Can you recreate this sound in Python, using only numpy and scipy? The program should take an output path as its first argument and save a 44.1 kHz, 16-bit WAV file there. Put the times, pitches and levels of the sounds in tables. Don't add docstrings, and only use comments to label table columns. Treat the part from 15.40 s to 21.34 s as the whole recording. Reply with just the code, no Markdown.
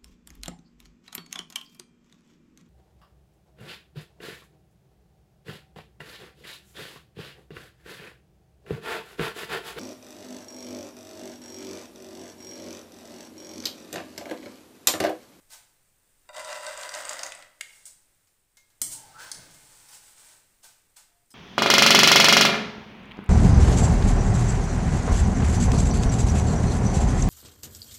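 import sys
import numpy as np
from scipy import signal
from scipy.fft import rfft, irfft
from scipy.io import wavfile

SR = 44100
rng = np.random.default_rng(int(sys.argv[2]) if len(sys.argv) > 2 else 0)


def to_wav(sig):
    pcm = np.clip(np.atleast_2d(sig), -1, 1) * 32767
    pcm = np.round(pcm).astype(np.int16)
    wavfile.write(sys.argv[1], SR, pcm.T)


N = 261954
TIME = np.arange(N) / SR

# pitch in Hz, level in dB, ring time in seconds.
PLATE_NOTES = [(540, -7, .22), (577, -5, .22), (610, 0, .22), (644, -10, .2), (715, -7, .18),
               (781, -14, .15), (869, -11, .14), (989, -1, .22), (1141, -13, .1), (1352, -10, .16),
               (1428, -10, .16), (1510, -11, .07), (1560, -6, .08), (1964, -8, .08), (2035, -8, .09),
               (2410, -16, .06), (2702, -14, .05), (2820, -10, .04), (3715, -8, .04), (4695, -11, .035),
               (4830, -13, .025), (7360, -13, .018), (7740, -13, .018), (8370, -13, .018)]
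# pitch in Hz, level in dB.
CRUST_COLOUR = [(150, -20), (300, -17), (390, -21), (600, -16.5), (1900, 1.5), (2400, 1), (4200, -6),
                (4800, 0.5), (5300, -6), (7500, -1.5), (8600, 1.5), (9300, -5.5), (12300, -18),
                (15500, -25)]
# pitch in Hz, level in dB.
PILE_COLOUR = [(90, -35), (200, -22.5), (330, -12), (395, -25), (520, 1), (660, 2.5), (800, -3), (1550, 3),
               (1770, -2.5), (2000, 5.5), (2400, -12), (3500, -14.5), (8000, -23)]
# start in seconds, crack in dB, plate ring in dB, crack pitch in Hz.
HARD_LANDINGS = [(0.89, -51, -28.5, 3640), (0.95, -51, -31, 8000), (0.965, -35, -31.5, 5360),
                 (1.047, -33, -31, 4870), (1.101, -39, -29, 6700), (1.128, -34, -25, 5370),
                 (1.266, -31, -21.5, 5000), (1.375, -35.5, -25.5, 7600), (1.412, -32.5, -36, 7450),
                 (1.433, -28.5, -35, 4900), (1.492, -31, -45, 5500), (1.5405, -30, -23, 4560),
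                 (1.549, -28, -29, 6660), (1.652, -30.5, -33.5, 8000), (1.693, -23, -38, 7040),
                 (1.731, -30, -48, 6600), (1.792, -29.5, -30, 5000), (1.833, -22.5, -26.5, 5770),
                 (1.864, -32, -27.5, 6600), (1.921, -31.5, -47, 3060), (1.95, -38, -64, 7800),
                 (2.024, -40, -52, 3120)]

# start in seconds, level in dB, fade time in seconds.
RIM_KNOCKS = [(2.2078, -42, .015), (2.2101, -23.5, 0.012), (2.2133, -30.5, .012)]
# pitch in Hz, level in dB.
RIM_COLOUR = [(200, -25.5), (600, 3.5), (1000, -10.5), (1700, 8), (2200, 7.5), (3300, 6), (3700, 3),
              (4600, -3), (5300, -6), (7000, 6), (8100, 7), (10500, -6), (15000, -18)]
# pitch in Hz, level in dB, ring time in seconds.
RIM_NOTES = [(2070, -3, .02), (2380, -6, .014), (2820, -10, .014), (4030, -12, .012), (4690, -12, .012)]
# start in seconds, crack in dB, fade time in seconds, wire ring in dB,
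# pitch of the struck spot in Hz, its ring time in seconds, top of the treble in Hz.
WIRE_HITS = [(3.416, -34, 0.0088, -44, 4500, 0.0011, 16000),
             (3.417, -16, 0.0069, -21.5, 6500, 0.00036, 19000),
             (3.4184, -21, 0.036, -19.5, 11700, 0.003, 19200),
             (3.9162, -23, 0.022, -38, 4970, 0.0018, 11100),
             (5.9044, -51.5, 0.11, -47.5, 5120, 0.066, 14000), (5.9148, -50, 0.03, -50, 5050, .07, 14000)]
# pitch in Hz, level in dB.
WIRE_HIT_COLOUR = [(100, -29), (300, 0.5), (550, -29), (900, -3), (1600, -6.5), (2500, -9), (2800, -10),
                   (3200, 0.5), (3650, -5.5), (5200, 1.5), (9500, 5), (11000, -2.5), (15500, -1)]
# pitch in Hz, level in dB, ring time in seconds.
WIRE_NOTES = [(3250, -20, .022), (5690, -15, .05), (7224, -18, .05), (8086, 0, .08), (8225, -4, .17),
              (8330, -7, .15), (8535, -4, .19), (8995, -9, .22), (9520, -11, .04), (10080, -13, .06),
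              (12050, -9, .03), (13810, -12, .05)]
# start in seconds, tick in dB, ring in dB.
WOK_TAPS = [(2.872, -64.5, -73), (3.170, -52, -46.5), (3.302, -63.5, -66), (3.916, -56, -39),
            (4.109, -54, -55), (4.144, -51.5, -47), (4.400, -57, -64), (4.487, -50, -62), (5.565, -65, -57)]
# pitch in Hz, level in dB, ring time in seconds.
WOK_NOTES = [(1653, -6, .3), (2132, 0, .36), (3795, -17, .3), (4662, -15, .3), (6659, -10, .2),
             (8091, -12, .25)]
# pitch in Hz, level in dB, ring time in seconds.
HOLLOW_NOTES = [(609, -31.5, 0.15), (863, -13, 0.06), (1000, -26.5, 0.054), (1517, -12, 0.035)]

# loudest moment in seconds, level in dB, rise in seconds,
# fade time in seconds, share of wire rustle from 0 to 1.
LOAD_SHAKES = [(0.105, -53, .002, 0.085, 0.2), (0.138, -46.5, 0.019, 0.22, 0.17),
               (2.370, -59, 0.1, 0.82, 0.63), (2.456, -38.5, 0.00081, 0.022, 1),
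               (2.464, -42.5, .002, 0.17, 0.96), (3.529, -35.5, 0.014, 0.19, 0.97),
               (4.551, -48.5, 0.033, 0.25, 0.48), (5.243, -49, 0.0084, 0.33, 0.22),
               (5.569, -48.5, 0.0042, 0.23, 0.28)]
# pitch in Hz, level in dB.
RUSTLE_COLOUR = [(180, -31), (350, -18.5), (600, -7), (830, -7.5), (1200, -4.5), (1560, -6.5), (2100, -5.5),
                 (4100, -3), (5500, -0.5), (8200, -1.5), (11700, -9), (15500, -8)]
# pitch in Hz, level in dB.
WIRE_RUSTLE_COLOUR = [(500, -36.5), (2500, -24), (4000, -15.5), (5700, -10.5), (7200, -6), (8300, 0),
                      (9500, -6), (12000, -18), (15500, -17)]
# time in seconds, pitch in Hz.
SLIDE_PITCH = [(3.50, 979), (3.55, 898), (3.73, 794), (3.78, 871), (3.82, 1005), (3.93, 1000)]
# start in seconds, length in seconds, rustle in dB, oil fizz in dB.
SCOOP_STROKES = [(3.59, 0.2, -60, -67), (3.803, 0.049, -47, -57), (3.928, 0.14, -56, -63),
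                 (4.12, 0.41, -61.5, -58.5), (4.632, 0.073, -60, -57), (4.783, 0.13, -58, -56.5)]
# pitch in Hz, level in dB.
PUSHING_COLOUR = [(200, -8.5), (450, -2), (850, -2), (1200, -1), (1950, 0), (2800, -2), (4700, -0.5),
                  (6500, -2), (10000, -5), (12500, -23), (15500, -4)]
# pitch in Hz, level in dB.
FIZZ_COLOUR = [(1000, -32), (3500, -13.5), (5500, -9), (7000, -3.5), (8400, 2), (9700, -6), (12000, -12),
               (15500, -12.5)]

# start in seconds, level in dB, fall in dB per second.
PLATE_SHIFTS = [(3.415, -55.5, 26), (3.954, -56.5, 38.5)]
# pitch in Hz, level in dB.
RUMBLE_COLOUR = [(25, -0.5), (60, -8), (110, 2.5), (170, 2), (215, -13.5), (280, -2), (370, -11.5),
                 (650, -9), (1500, -46)]
# pitch in Hz, level in dB.
HISS_COLOUR = [(20, 3.5), (40, -3), (58, -16), (85, -5.5), (140, -10), (200, -15.5), (400, -16),
               (1000, -19.5), (2000, -19), (3000, -22), (6000, -23.5), (8500, -19.5), (12000, -24.5),
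               (15500, -19.5)]
# time in seconds, level in dB.
HISS_LEVELS = [(0, -61.5), (0.55, -65), (0.85, -63), (2.7, -64), (3.1, -68.5), (3.35, -64.5), (5.2, -63),
               (5.94, -66.5)]
# pitch in Hz, fade time in seconds.
ECHO_TIMES = [(300, 0.91), (800, 0.6), (2100, 0.66), (5500, 0.42), (14600, 0.39)]


def pour_onto_plate():
    full_s, hold_s = 0.97, 0.87
    surges_per_s, surge_db = 6.6, 1.7
    surge = from_db(surge_db * np.cos(2 * np.pi * surges_per_s * (TIME - full_s)))
    flow = surge * envelope(full_s, hold_s, rise_db_per_s=339, fall_db_per_s=109)
    stream = flow * random_clicks(per_s=900 * (.35 + .65 * flow), spread_db=1.5)
    piling_s = np.clip(TIME - full_s, 0, hold_s)
    cushion_db, pile_db = 9 * piling_s, 6.5 * piling_s
    crumble = from_db(-60 * TIME[:512] / .007) ** 2
    crushing = signal.oaconvolve(stream ** 2, crumble / np.sum(crumble))[:N]
    grit = np.sqrt(np.abs(crushing)) * rng.standard_normal(N)
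    crisp = grit * from_db(-48)
    push = stream * from_db(-48 - cushion_db)
    for s, crack_db, plate_db, hz in HARD_LANDINGS:
        crack = contact(s, crack_db, fade_s=0.018, snap=1.3)
        crisp += add_pitch(crack, hz, ring_s=0.0013, share=0.49)
        push += click(s, plate_db + 7)
    patter = colour(grit * from_db(-48 + pile_db), PILE_COLOUR)
    thud = colour(stream * from_db(-81.5 + pile_db), RUMBLE_COLOUR)
    bare_plate = from_db(5) * np.exp(-((TIME - 1.0) / .055) ** 2)
    singing = -ring(push * bare_plate, 989, ring_s=.25)
    return colour(crisp, CRUST_COLOUR) + patter + thud + ring_object(push, PLATE_NOTES) + singing


def rim_knocks():
    crack = colour(sum(contact(*row) for row in RIM_KNOCKS), RIM_COLOUR)
    push = sum(click(s, db + 14.5) for s, db, _ in RIM_KNOCKS)
    return from_db(-1.5) * crack + ring_object(push, RIM_NOTES)


def wire_clacks():
    sound = 0
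    for s, db, fade_s, ring_db, spot_hz, spot_ring_s, top_hz in WIRE_HITS:
        hit = add_pitch(contact(s, db, fade_s), spot_hz, spot_ring_s, share=0.34)
        wires = ring_object(click(s, ring_db + 11), WIRE_NOTES)
        treble_cut = signal.butter(4, top_hz, fs=SR, output="sos")
        sound += signal.sosfilt(treble_cut, colour(hit, WIRE_HIT_COLOUR) + wires)
    return sound


def wok_taps():
    ticks = sum(contact(s, db, fade_s=0.081) for s, db, _ in WOK_TAPS)
    push = sum(click(s, ring_db + 11.5) for s, _, ring_db in WOK_TAPS)
    return colour(ticks, RUSTLE_COLOUR) + ring_object(push, WOK_NOTES)


def skimmer_shakes():
    crust_power, wire_power = 0, 0
    for s, db, rise_s, fade_s, wire_share in LOAD_SHAKES:
        swell = np.exp(-np.clip((s - TIME) / rise_s, 0, 10) ** 2)
        power = swell * from_db(db - 60 * np.clip(TIME - s, 0, 1) / fade_s) ** 2
        crust_power += power * (1 - wire_share)
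        wire_power += power * wire_share
    on_crust = np.sqrt(crust_power) * random_clicks(per_s=9000, spread_db=1.5)
    on_wire = np.sqrt(wire_power) * random_clicks(per_s=9000, spread_db=1.5)
    return colour(on_crust, RUSTLE_COLOUR) + colour(on_wire, WIRE_RUSTLE_COLOUR)


def scooping():
    pushing, stirring = 0, 0
    for s, length_s, rustle_db, fizz_db in SCOOP_STROKES:
        motion = envelope(s, length_s, rise_db_per_s=350, fall_db_per_s=121)
        pushing = np.maximum(pushing, motion * from_db(rustle_db))
        stirring = np.maximum(stirring, motion * from_db(fizz_db))
    pieces = pushing * random_clicks(per_s=5000, spread_db=3.5)
    oil = stirring * random_clicks(per_s=7000, spread_db=3.5)
    return colour(pieces, PUSHING_COLOUR) + colour(oil, FIZZ_COLOUR)


def rim_slide():
    hz = over_time(SLIDE_PITCH)
    low = noisy_tone(hz, width_hz=140)
    high = noisy_tone(1.6 * hz, width_hz=240)
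    slopes = dict(rise_db_per_s=400, fall_db_per_s=260)
    rubbing = from_db(-59) * envelope(3.55, hold_s=0.32, **slopes)
    pressing = from_db(-49) * envelope(3.765, hold_s=0.056, **slopes)
    return low * rubbing + high * pressing


def plate_rumble():
    level = sum(from_db(db) * envelope(s, hold_s=0, rise_db_per_s=2500, fall_db_per_s=fall)
                for s, db, fall in PLATE_SHIFTS)
    return colour(rng.standard_normal(N) * level, RUMBLE_COLOUR)


def background_hiss():
    hush = colour(rng.standard_normal(N), HISS_COLOUR)
    bright_peak = ring(random_clicks(per_s=3000, spread_db=4.5), 8450, ring_s=.0016)
    return from_db(over_time(HISS_LEVELS)) * (from_db(-2.5) * hush + from_db(-10) * bright_peak)


def faint_hum():
    level = from_db(-80.5) * envelope(5.66, hold_s=.17, rise_db_per_s=182, fall_db_per_s=182)
    return level * noisy_tone(hz=np.full(N, 701), width_hz=16)


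def kitchen_echo(sound, gap_s=0.0017, size=32768):
    noise = rfft(rng.standard_normal(size))
    hz = np.fft.rfftfreq(size, 1 / SR)
    octave = np.log2(np.clip(hz, 125, 16000) / 125)
    tail = 0
    for k in range(8):
        band = irfft(noise * np.clip(1 - np.abs(octave - k), 0, 1))
        tail += band * from_db(-60 * TIME[:size] / at_pitch(ECHO_TIMES, 125 * 2 ** k))
    tail *= TIME[:size] > gap_s
    return signal.oaconvolve(sound, tail / np.linalg.norm(tail))[:N]


def click(s, db):
    return from_db(db) * (np.arange(N) == int(s * SR))


def random_clicks(per_s, spread_db):
    sizes = from_db(spread_db * np.minimum(rng.exponential(1, N), 4)) * rng.choice([-1, 1], N)
    return unit_power(sizes * (rng.random(N) < per_s / SR) / np.sqrt(per_s))


def contact(s, db, fade_s, snap=2.6, size=8192):
    force, start = np.zeros(N + size), int(round(s * SR))
    force[start:start + size] = rng.choice([-1, 1], size) * from_db(db - 60 * TIME[:size] / fade_s)
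    force[start] = snap * from_db(db)
    return force[:N]


def ring(force, hz, ring_s):
    decay, angle = from_db(-60 / (ring_s * SR)), 2 * np.pi * hz / SR
    gain = np.sqrt((1 - decay ** 2) / 2)
    return signal.lfilter([gain, 0, -gain], [1, -2 * decay * np.cos(angle), decay ** 2], force + 1e-18)


def ring_object(force, notes):
    return sum((-1) ** k * from_db(db) * ring(force, hz, ring_s)
               for k, (hz, db, ring_s) in enumerate(notes))


def add_pitch(force, hz, ring_s, share):
    return (1 - share) * force + share * ring(force, hz, ring_s)


def noisy_tone(hz, width_hz):
    smooth = signal.butter(1, width_hz / 2, fs=SR, output="sos").repeat(2, axis=0)
    wobble = signal.sosfilt(smooth, rng.standard_normal((2, N)))
    tone = np.exp(2j * np.pi * np.cumsum(hz) / SR)
    return unit_power(np.real((wobble[0] + 1j * wobble[1]) * tone))


def colour(sound, table, size=8192):
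    gains = from_db(at_pitch(table, np.fft.rfftfreq(size, 1 / SR)))
    cepstrum = irfft(np.log(gains))
    cepstrum[1:size // 2] *= 2
    cepstrum[size // 2 + 1:] = 0
    response = irfft(np.exp(rfft(cepstrum)))
    return signal.oaconvolve(sound, response / np.linalg.norm(response))[:N]


def envelope(s, hold_s, rise_db_per_s, fall_db_per_s):
    before_s, after_s = np.maximum(s - TIME, 0), np.maximum(TIME - s - hold_s, 0)
    return from_db(-rise_db_per_s * before_s - fall_db_per_s * after_s) + 1e-12


def over_time(table):
    return np.interp(TIME, *np.transpose(table))


def at_pitch(table, hz):
    pitches, values = np.transpose(table)
    return np.interp(np.log(np.maximum(hz, 1)), np.log(pitches), values)


def from_db(db):
    return 10 ** (np.asarray(db) / 20)


def unit_power(sound):
    return sound / np.sqrt(np.mean(sound ** 2) + 1e-20)


def scene():
    snack, knock = pour_onto_plate(), rim_knocks()
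    metal = wire_clacks() + wok_taps()
    rustle = skimmer_shakes() + scooping()
    rubbing = rustle + ring_object(rustle, HOLLOW_NOTES) + rim_slide()
    to_walls = (from_db(-6) * snack + from_db(-7.5) * knock
                + from_db(-2.5) * metal + from_db(-3.5) * rubbing)
    turn = 2 * np.pi * 0.7937 * TIME
    room = kitchen_echo(to_walls * np.cos(turn)) + kitchen_echo(to_walls * np.sin(turn))
    background = plate_rumble() + faint_hum() + background_hiss()
    return (snack + knock + metal + rubbing + room + background)[None]


def record(dry):
    cutoff_hz = 15550
    return signal.sosfilt(signal.ellip(12, .2, 70, cutoff_hz, fs=SR, output="sos"), dry)


dry = scene()
out = record(dry)
to_wav(out)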